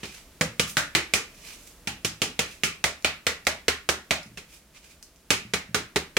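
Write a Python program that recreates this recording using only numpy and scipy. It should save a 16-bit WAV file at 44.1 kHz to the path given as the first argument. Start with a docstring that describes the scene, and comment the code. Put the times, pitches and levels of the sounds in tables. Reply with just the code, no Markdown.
"""A hand pats the wooden hoop of a flour sieve over a steel pot in a small kitchen, about five times a second in three runs.
Each pat is noise shaped by the contact of the hand: a clack of the hoop, a hollow pock of air under the palm,
a snap of skin with a short hiss of flour, and ringing modes of the wood and the loaded mesh.
During and between the runs skin rubs on the wood, fingertips tick and flour flops on the mesh.
Dense echoes of table and walls surround it all, over a faint rumble and hiss of the room."""
import sys
import numpy as np
from scipy import signal
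from scipy.fft import rfft, irfft
from scipy.io import wavfile

SR = 44100
rng = np.random.default_rng(int(sys.argv[2]) if len(sys.argv) > 2 else 0)


def master(y):
    """Save y as 16-bit WAV."""
    cut = np.clip(np.atleast_2d(y).T, -1, 1)
    pcm = np.round(cut * 32767)  # scale
    wavfile.write(sys.argv[1], SR, pcm.astype(np.int16))


N = 272538  # length of the scene in samples
AGE = np.arange(SR // 2) / SR  # seconds since the start of a blow
SIZE = 2 ** 15  # samples in a filter design

FIRM_DB = -21.5  # strength of a firm pat
BASS_FOLLOWS = 0.76  # dB of bass per dB of strength: a softer pat loses less bass than clack
# Each pair: flat fingers, hollow palm. The palm traps air, lands slowly, pushes the mesh and damps the wood.
POCK_DB = (-15.5, -1)  # against the strength
BOOM_DB = (-47, -37.5)  # at a firm pat
ECHO_DB = (4, -4.5)

# Pats of the hand on the hoop. Each row: start in seconds, strength in dB, cupping from 0 (flat fingers)
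# to 1 (hollow palm), skin snap in dB against the strength, pitch of the pock in Hz, pitch of the clack in Hz.
HAND_PATS = [(0.032, -38, 0.72, -13, 363, 3000), (0.4104, -23, 0.66, -6, 507, 1890),
             (0.596, -21.5, 0.48, -4, 458, 2900), (0.7694, -20, .05, -8, 570, 1560),
             (0.9502, -18.5, 0.34, -10, 328, 2130), (1.137, -20, 0.22, -3.5, 457, 2470),
             (1.873, -29.5, 0.26, -6, 785, 2660), (2.0472, -27.5, 0.51, 0, 330, 3350),
             (2.218, -23.5, 0.36, -4.5, 414, 3020), (2.3914, -23.5, 0.5, -4.5, 490, 2640),
             (2.635, -22, 0.073, -5, 404, 2500), (2.8406, -21, 0.48, -6, 620, 2090),
             (3.0458, -20, 0.44, -14.5, 630, 2500), (3.267, -21.5, 0.46, -8, 468, 1890),
             (3.4684, -21, 0.57, -7.5, 640, 2050), (3.682, -20, 0.78, -9, 420, 1900),
             (3.8896, -21.5, 0.72, -4.5, 392, 1490), (4.1083, -21, 0.51, -11, 625, 2300),
             (4.373, -40, 0.37, -5.5, 380, 2500), (5.3045, -19, 0.39, -4.5, 407, 2500),
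             (5.5363, -24, 0.57, -7.5, 435, 2100), (5.7453, -23, 0.53, -6, 413, 1380),
             (5.9597, -23.5, 1, -8, 400, 2000), (6.1675, -21, 0.64, -11, 442, 2320)]
# Thump of the loaded mesh at a firm pat, as it changes along the scene. Each row: time in seconds, level in dB.
MESH_THUMP_LEVEL = [(0, -28.5), (.42, -25.5), (.8, -36), (1.15, -38), (2.07, -30), (3.05, -40), (3.7, -43),
                    (4.1, -36), (5.3, -33.5), (5.95, -31), (6.17, -37.5)]


def pats():
    """The hand strikes the hoop: the wood clacks, trapped air pocks, the mesh thumps and flour is jolted across it."""
    out = np.zeros((2, N))
    snap_colour = causal(SKIN_SNAP_COLOUR)
    for start_s, clack_db, cupping, snap_db, pock_hz, clack_hz in HAND_PATS:
        pock_db = clack_db + by_hand(POCK_DB, cupping)
        bass_db = BASS_FOLLOWS * (clack_db - FIRM_DB)
        thump_db = bass_db + np.interp(start_s, *np.transpose(MESH_THUMP_LEVEL))
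        boom_db = bass_db + by_hand(BOOM_DB, cupping)

        force = blow(clack_db, cupping)
        room = from_db(by_hand(ECHO_DB, cupping)) * echoes()
        # the blow is so brief that the room answers it as one click
        tail = room * np.sqrt(np.sum(force ** 2) / 2)

        hollow = from_db(pock_db) * pock(force, tail, pock_hz)
        wood = from_db(clack_db) * clack(force, tail, clack_hz, cupping)
        skin = from_db(clack_db + snap_db) * snap(force, tail, snap_colour)
        add(out, start_s, hollow + wood + skin)
        add(out, start_s, in_room(hoop(pock_db, pock_hz, clack_db, clack_hz), room))
        add(out, start_s, from_db(thump_db) * unit_start(in_room(thud(), room)))
        add(out, start_s, from_db(boom_db) * boom())
    return out


# Settings of the contact; the pair is for flat fingers and a hollow palm.
CONTACT_S = (0.0012, 0.0072)  # decay of the push at a firm pat
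CONTACT_DOUBLES_DB = 11  # a pat this much softer lands twice as slowly
FINGERS_LAG_CONTACTS, FINGERS_DB = 0.69, -15.5  # lag behind the palm in contact times, level against it
CRACK_DB, CRACK_FOLLOWS = 12, .9  # crack at a firm pat against the palm's noise, dB per dB of strength


def blow(clack_db, cupping, settle_db=-19, settle_s=.016, crack_s=.0004):
    """Skin meets wood with one sharp crack, palm and fingers land in turn, then the hand settles."""
    softer_db = FIRM_DB - clack_db
    contact_s = by_hand(CONTACT_S, cupping) * 2 ** (softer_db / CONTACT_DOUBLES_DB)
    lag_s = FINGERS_LAG_CONTACTS * contact_s
    palm = np.exp(-AGE / contact_s)
    fingers = from_db(FINGERS_DB) * (AGE >= lag_s) * np.exp(-np.abs(AGE - lag_s) / contact_s)
    settle = from_db(settle_db) * np.exp(-AGE / settle_s)
    push = stereo_noise(size=len(AGE)) * (palm + fingers + settle)
    crack = signal.unit_impulse(len(AGE), int(crack_s * SR))
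    return push + from_db(CRACK_DB - CRACK_FOLLOWS * softer_db) * crack


# Colour of the clack of the wood. Each row: frequency in Hz, relative level in dB.
CLACK_COLOUR = [(60, -101.5), (300, -92), (700, -41), (1050, -5.5), (1400, -3.5), (2300, 0), (3200, -2.5),
                (4300, -1.5), (6000, -12), (12000, -29)]
RESONANCE_DB = (6.5, -5)  # of the struck spot: flat fingers, hollow palm
SPOT_IN_ECHO_DB = -3  # the struck spot faces the microphone, so its resonance is weaker in the echoes


def clack(force, tail, clack_hz, cupping, follow=0.057):
    """The struck spot of the hoop favours one pitch and pulls the whole colour of the wood slightly along."""
    colour = shifted(CLACK_COLOUR, (clack_hz / 2300) ** follow)
    direct = through(force * from_db([[-1.4], [1.1]]), colour)  # left, right
    echoed = through(tail, colour)
    knock = resonate(direct + from_db(SPOT_IN_ECHO_DB) * echoed, clack_hz, q=3.75)
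    return unit_start(direct + echoed + from_db(by_hand(RESONANCE_DB, cupping)) * knock)


# Colour of the hollow pock. Each row: frequency in Hz, relative level in dB.
POCK_COLOUR = [(40, -64), (120, -52), (260, 3.5), (400, 8), (650, 3.5), (900, 5.5), (1400, -10),
               (4000, -54)]


def pock(force, tail, pock_hz, follow=0.052):
    """The air trapped under the palm rings briefly and pulls the whole colour of the pock slightly along."""
    colour = shifted(POCK_COLOUR, (pock_hz / 450) ** follow)
    push = through(force + 0.84 * tail, colour)
    return unit_start(push + 2.4 * resonate(push, pock_hz, q=7.0))


# Colour of skin snap and flour hiss, used by pats and ticks. Each row: frequency in Hz, relative level in dB.
SKIN_SNAP_COLOUR = [(100, -70), (1000, -19.5), (3200, -10), (4800, 4), (6500, 0), (8500, -5.5),
                    (11000, -11.5), (16000, -22.5)]


def snap(force, tail, colour, flour_db=-31, flour_s=0.083, grain_db=2.2):
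    """Skin snaps on the wood, then jolted flour hisses: noise with a grainy level that dies away."""
    grains = from_db(flour_db + grain_db * rng.standard_normal(len(AGE)))
    flour = stereo_noise(size=len(AGE)) * grains * np.exp(-AGE / flour_s)
    skin = force * from_db([[-4.0], [2.2]])  # left, right
    return unit_start(through(skin + tail + flour, colour)) * from_db([[-.6], [.4]])


# Modes of the wooden hoop, damped by the hands. Each row: frequency in Hz, relative level in dB.
HOOP_MODES = [(352, -6), (418, 0), (490, -3), (618, 1), (823, -4), (952, -6), (1195, -1), (1395, 2),
              (1662, 0), (1855, 1), (2040, 0), (2330, -1), (2700, -2), (3201, -1), (3379, -1)]
HOOP_T60_S = .055


def hoop(pock_db, pock_hz, clack_db, clack_hz, per_octave_db=8, low_db=-13, high_db=-16.5):
    """Low modes follow the palm's push, high ones the sharp contact; those near the pitch of the spot ring most."""
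    modes = []
    for hz, db in HOOP_MODES:
        if hz < 900:
            drive_db, spot_hz = pock_db + low_db, pock_hz
        else:
            drive_db, spot_hz = clack_db + high_db, clack_hz
        distance_octaves = abs(np.log2(hz / spot_hz))
        modes.append((hz, db + drive_db - per_octave_db * distance_octaves, HOOP_T60_S))
    return struck(modes, scatter_db=7.5)


# Higher modes of the mesh. Each row: frequency in Hz, relative level in dB, t60 in seconds.
MESH_MODES = [(117.6, -10.5, 0.19), (162, -3.5, 0.13), (203.5, 1.5, 0.055), (274, -2, 0.033)]


def thud(cut_hz=105):
    """The higher mesh modes push little air at low pitch."""
    low_cut = signal.butter(2, cut_hz, "high", fs=SR, output="sos")
    return signal.sosfilt(low_cut, struck(MESH_MODES, scatter_db=3.0))


# Lowest mode of the mesh. Each row: frequency in Hz, relative level in dB, t60 in seconds.
MESH_BOOM = [(74.8, 0, 0.3)]


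def boom(rise_s=0.0007):
    """The whole loaded mesh swings as a drumhead."""
    return unit_start(struck(MESH_BOOM, scatter_db=.6) * (1 - np.exp(-AGE / rise_s)))


# The heap of flour flops back on the mesh. Each row: start in seconds, level in dB.
FLOUR_FLOPS = [(0.44, -41), (2.288, -59), (4.258, -50), (4.317, -53), (5.45, -46), (5.69, -46)]


def flops(rise_s=0.0066):
    """Flour landing on the mesh rings its higher modes with a soft onset."""
    out = np.zeros((2, N))
    for start_s, db in FLOUR_FLOPS:
        soft = thud() * (1 - np.exp(-AGE / rise_s))
        add(out, start_s, from_db(db) * unit_start(soft))
    return out


# Skin sliding on wood. Each row: peak in seconds, length in seconds, level in dB, treble lift in dB.
SKIN_SLIDES = [(0.057, 0.049, -44.5, -23), (0.148, 0.1, -45, -5), (0.697, .032, -36.5, 26),
               (1.49, 0.13, -43, -3.5), (1.672, 0.083, -51.5, 21), (2.511, 0.14, -50, -4),
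               (4.541, .06, -49, 1), (4.763, .022, -43.5, -17), (4.847, 0.028, -51.5, -5),
               (4.909, 0.042, -48, -2)]
# Colour of the rubbing. Each row: frequency in Hz, relative level in dB.
SLIDE_COLOUR = [(200, -13), (900, -17), (1600, -11.5), (2400, -5.5), (3600, -8), (6500, -8.5),
                (10000, -14.5), (16000, -21.5)]
SLIDE_SWELL_SHARE = 0.58  # of the length; the rest is the fade
TOUCH_RING_HZ, TOUCH_RING_Q = 2410, 7.9  # the hoop sings faintly under a light touch


def slides(catch_db=3.5, catches_per_s=160, ring_db=-3):
    """Floury skin rubs on the wood, catching and slipping at random; each slide swells and fades."""
    t = np.arange(N) / SR
    catching = np.interp(t * catches_per_s, np.arange(SIZE), rng.standard_normal(SIZE))
    rub = through(stereo_noise(size=N) * from_db(catch_db * catching), causal(SLIDE_COLOUR))
    rub = rub + from_db(ring_db) * resonate(rub, TOUCH_RING_HZ, q=TOUCH_RING_Q)
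    treble = signal.sosfilt(signal.butter(1, 6000, "high", fs=SR, output="sos"), rub)
    out = np.zeros((2, N))
    for peak_s, length_s, db, lift_db in SKIN_SLIDES:
        sound = rub + (from_db(lift_db) - 1) * treble
        share = np.where(t < peak_s, SLIDE_SWELL_SHARE, 1 - SLIDE_SWELL_SHARE)
        envelope = np.exp(-np.abs(t - peak_s) / (length_s * share))
        out += from_db(db) * sound / sound.std() * envelope
    return out * from_db([[-1.2], [1.0]])  # left, right


# A fingertip ticks on the wood. Each row: start in seconds, level in dB.
FINGER_TICKS = [(3.024, -56), (3.451, -54), (4.231, -54), (4.263, -63), (5.027, -50.5), (5.16, -65)]


def ticks(contact_s=0.0018, ring_db=10, body_db=-11):
    """A fingertip meets the wood: mostly the snap of the skin, with a trace of the hoop."""
    out = np.zeros((2, N))
    snap_colour, wood_colour = causal(SKIN_SNAP_COLOUR), causal(CLACK_COLOUR)
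    for start_s, db in FINGER_TICKS:
        force = stereo_noise(size=len(AGE)) * np.exp(-AGE / contact_s)
        wood = through(force, wood_colour)
        wood = wood + from_db(ring_db) * resonate(wood, TOUCH_RING_HZ, q=TOUCH_RING_Q)
        tick = through(force, snap_colour) + from_db(body_db) * wood
        add(out, start_s, from_db(db) * unit_start(tick))
    return out


# Echoes of the kitchen. Each row: frequency in Hz, t60 in seconds, echo energy in dB.
KITCHEN_ECHO = [(70, 0.3, -5), (189, 0.37, -5.5), (485, 0.24, -4), (1130, 0.3, 0.5), (2080, 0.33, -3),
                (4700, 0.26, -1), (7800, 0.22, 1.5), (15000, 0.19, 1.5)]
# Stereo width of the echoes. Each row: frequency in Hz, side against mid in dB.
ECHO_SIDE = [(70, -18), (200, -16), (500, -11), (1100, -5), (2200, 0)]


def echoes(build_s=0.001, first_s=0.0016):
    """Dense echoes from table and walls, noise dying band by band, with a new pattern at every call."""
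    response = 0
    edges = 45 * 2 ** np.arange(0, 9, .5)  # half-octave bands, Hz
    white = rfft(rng.standard_normal((2, len(AGE))))
    hz = np.fft.rfftfreq(len(AGE), 1 / SR)
    swell = 1 - np.exp(-np.maximum(AGE - first_s, 0) / build_s)
    for low, high in zip(edges, edges[1:]):
        centre = np.sqrt(low * high)
        t60 = at_hz(KITCHEN_ECHO, centre, axis=1)
        db = at_hz(KITCHEN_ECHO, centre, axis=2)
        band = irfft(white * ((hz >= low) & (hz < high)))
        band = band * swell * np.exp(-np.log(1000) * AGE / t60)
        # energy in proportion to the bandwidth
        mid, side = band * np.sqrt((high - low) / SR / np.sum(band ** 2, axis=1, keepdims=True))
        width = from_db(at_hz(ECHO_SIDE, centre))
        stereo = mid + width * side * [[1], [-1]]
        response = response + from_db(db) * np.sqrt(2 / (1 + width ** 2)) * stereo
    return response


def in_room(x, room):
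    """A sound followed by its echoes."""
    return x + through(x, room)


# Colour of the background. Each row: frequency in Hz, relative level in dB.
AMBIENCE_COLOUR = [(12, -30), (20, 1.5), (61, 3.5), (98, -8.5), (163, -5.5), (347, -9), (513, -12.5),
                   (574, -12), (660, -11), (738, -19.5), (849, -16), (1120, -17.5), (1330, -18),
                   (11400, -25.5), (16000, -30)]
# Level of the background. Each row: time in seconds, level in dB.
AMBIENCE_LEVEL = [(0, -52.5), (1.8, -52.5), (2.7, -54.5), (4.4, -55.5), (4.7, -57), (5.2, -57),
                  (6.18, -55.5)]


def ambience():
    """Faint rumble and hiss of the room: coloured noise at a slowly varying level."""
    noise = through(stereo_noise(size=N + SIZE), causal(AMBIENCE_COLOUR))[:, SIZE:]
    level_db = np.interp(np.arange(N) / SR, *np.transpose(AMBIENCE_LEVEL))
    return noise / noise.std() * from_db(level_db)


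# Stereo width of the noise in all sources. Each row: frequency in Hz, side against mid in dB.
NOISE_SIDE = [(100, -22), (500, -19), (1100, -13), (2200, -6), (4500, -4), (8000, -1), (14000, 0)]


def stereo_noise(size):
    """White noise, alike on both sides in the bass and wide in the treble."""
    mid, side = rng.standard_normal((2, size))
    side = through(side, causal(NOISE_SIDE))
    return mid + side * [[1], [-1]]


def struck(modes, scatter_db):
    """Ring of a set of modes, each a little different in level and pitch at every blow."""
    hz, db, t60 = np.transpose(modes)[:, :, None]
    chance = rng.standard_normal((2, len(modes), 1))
    level = from_db(db + scatter_db * chance[0] - 60 * AGE / t60)
    tone = np.sin(2 * np.pi * hz * (1 + 0.012 * chance[1]) * AGE)
    return np.sum(level * tone, axis=0)


def resonate(x, hz, q):
    """One resonance with gain 1 on top."""
    return signal.lfilter(*signal.iirpeak(hz, q, fs=SR), x)


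def by_hand(flat_and_cupped, cupping):
    """A value between that for flat fingers and that for a hollow palm."""
    flat, cupped_palm = flat_and_cupped
    return flat + (cupped_palm - flat) * np.clip(cupping, 0, 1)


def from_db(db):
    """Decibels to gain."""
    return 10 ** (np.asarray(db) / 20)


def at_hz(points, hz, axis=1):
    """Read one column of a table on a log-frequency axis."""
    points = np.array(points)
    return np.interp(np.log(np.maximum(hz, 1)), np.log(points[:, 0]), points[:, axis])


def causal(spectrum):
    """Minimum-phase impulse response with the given colour, by folding the cepstrum."""
    gain = from_db(at_hz(spectrum, np.fft.rfftfreq(SIZE, 1 / SR)))
    cepstrum = irfft(np.log(gain))
    cepstrum[1:SIZE // 2] *= 2
    cepstrum[SIZE // 2 + 1:] = 0
    return irfft(np.exp(rfft(cepstrum)))[:4096]


def shifted(spectrum, ratio):
    """Impulse response with the same colour at a higher or lower pitch."""
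    return causal([(hz * ratio, db) for hz, db in spectrum])


def through(x, response):
    """Pass channels through an impulse response."""
    x = np.atleast_2d(x)
    return signal.fftconvolve(x, np.atleast_2d(response), axes=-1)[:, :x.shape[-1]]


def unit_start(x, window_s=.03):
    """Scale a blow to rms 1 over its first moments."""
    return x / np.sqrt(np.mean(x[..., :int(window_s * SR)] ** 2) + 1e-20)


def add(out, start_s, x):
    """Mix a sound in from its start time."""
    i = max(int(round(start_s * SR)), 0)
    out[:, i:i + x.shape[-1]] += x[..., :max(N - i, 0)]


def scene():
    """The pats with their own echoes, the smaller sounds sharing one set of echoes, and the background."""
    return pats() + in_room(flops() + slides() + ticks(), echoes()) + ambience()


def record(dry, top=0.7, low_cut_hz=32, cutoff_hz=16000):
    """The right side is a little louder; the deep bass is cut, the highest peaks are rounded and the top is cut."""
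    balanced = dry * from_db([[-.4], [.3]])
    sound = signal.sosfilt(signal.butter(2, low_cut_hz, "high", fs=SR, output="sos"), balanced)
    rounded = top * np.tanh(sound / top)
    return signal.sosfilt(signal.ellip(10, .1, 80, cutoff_hz, fs=SR, output="sos"), rounded)


dry = scene()
out = record(dry)
master(out)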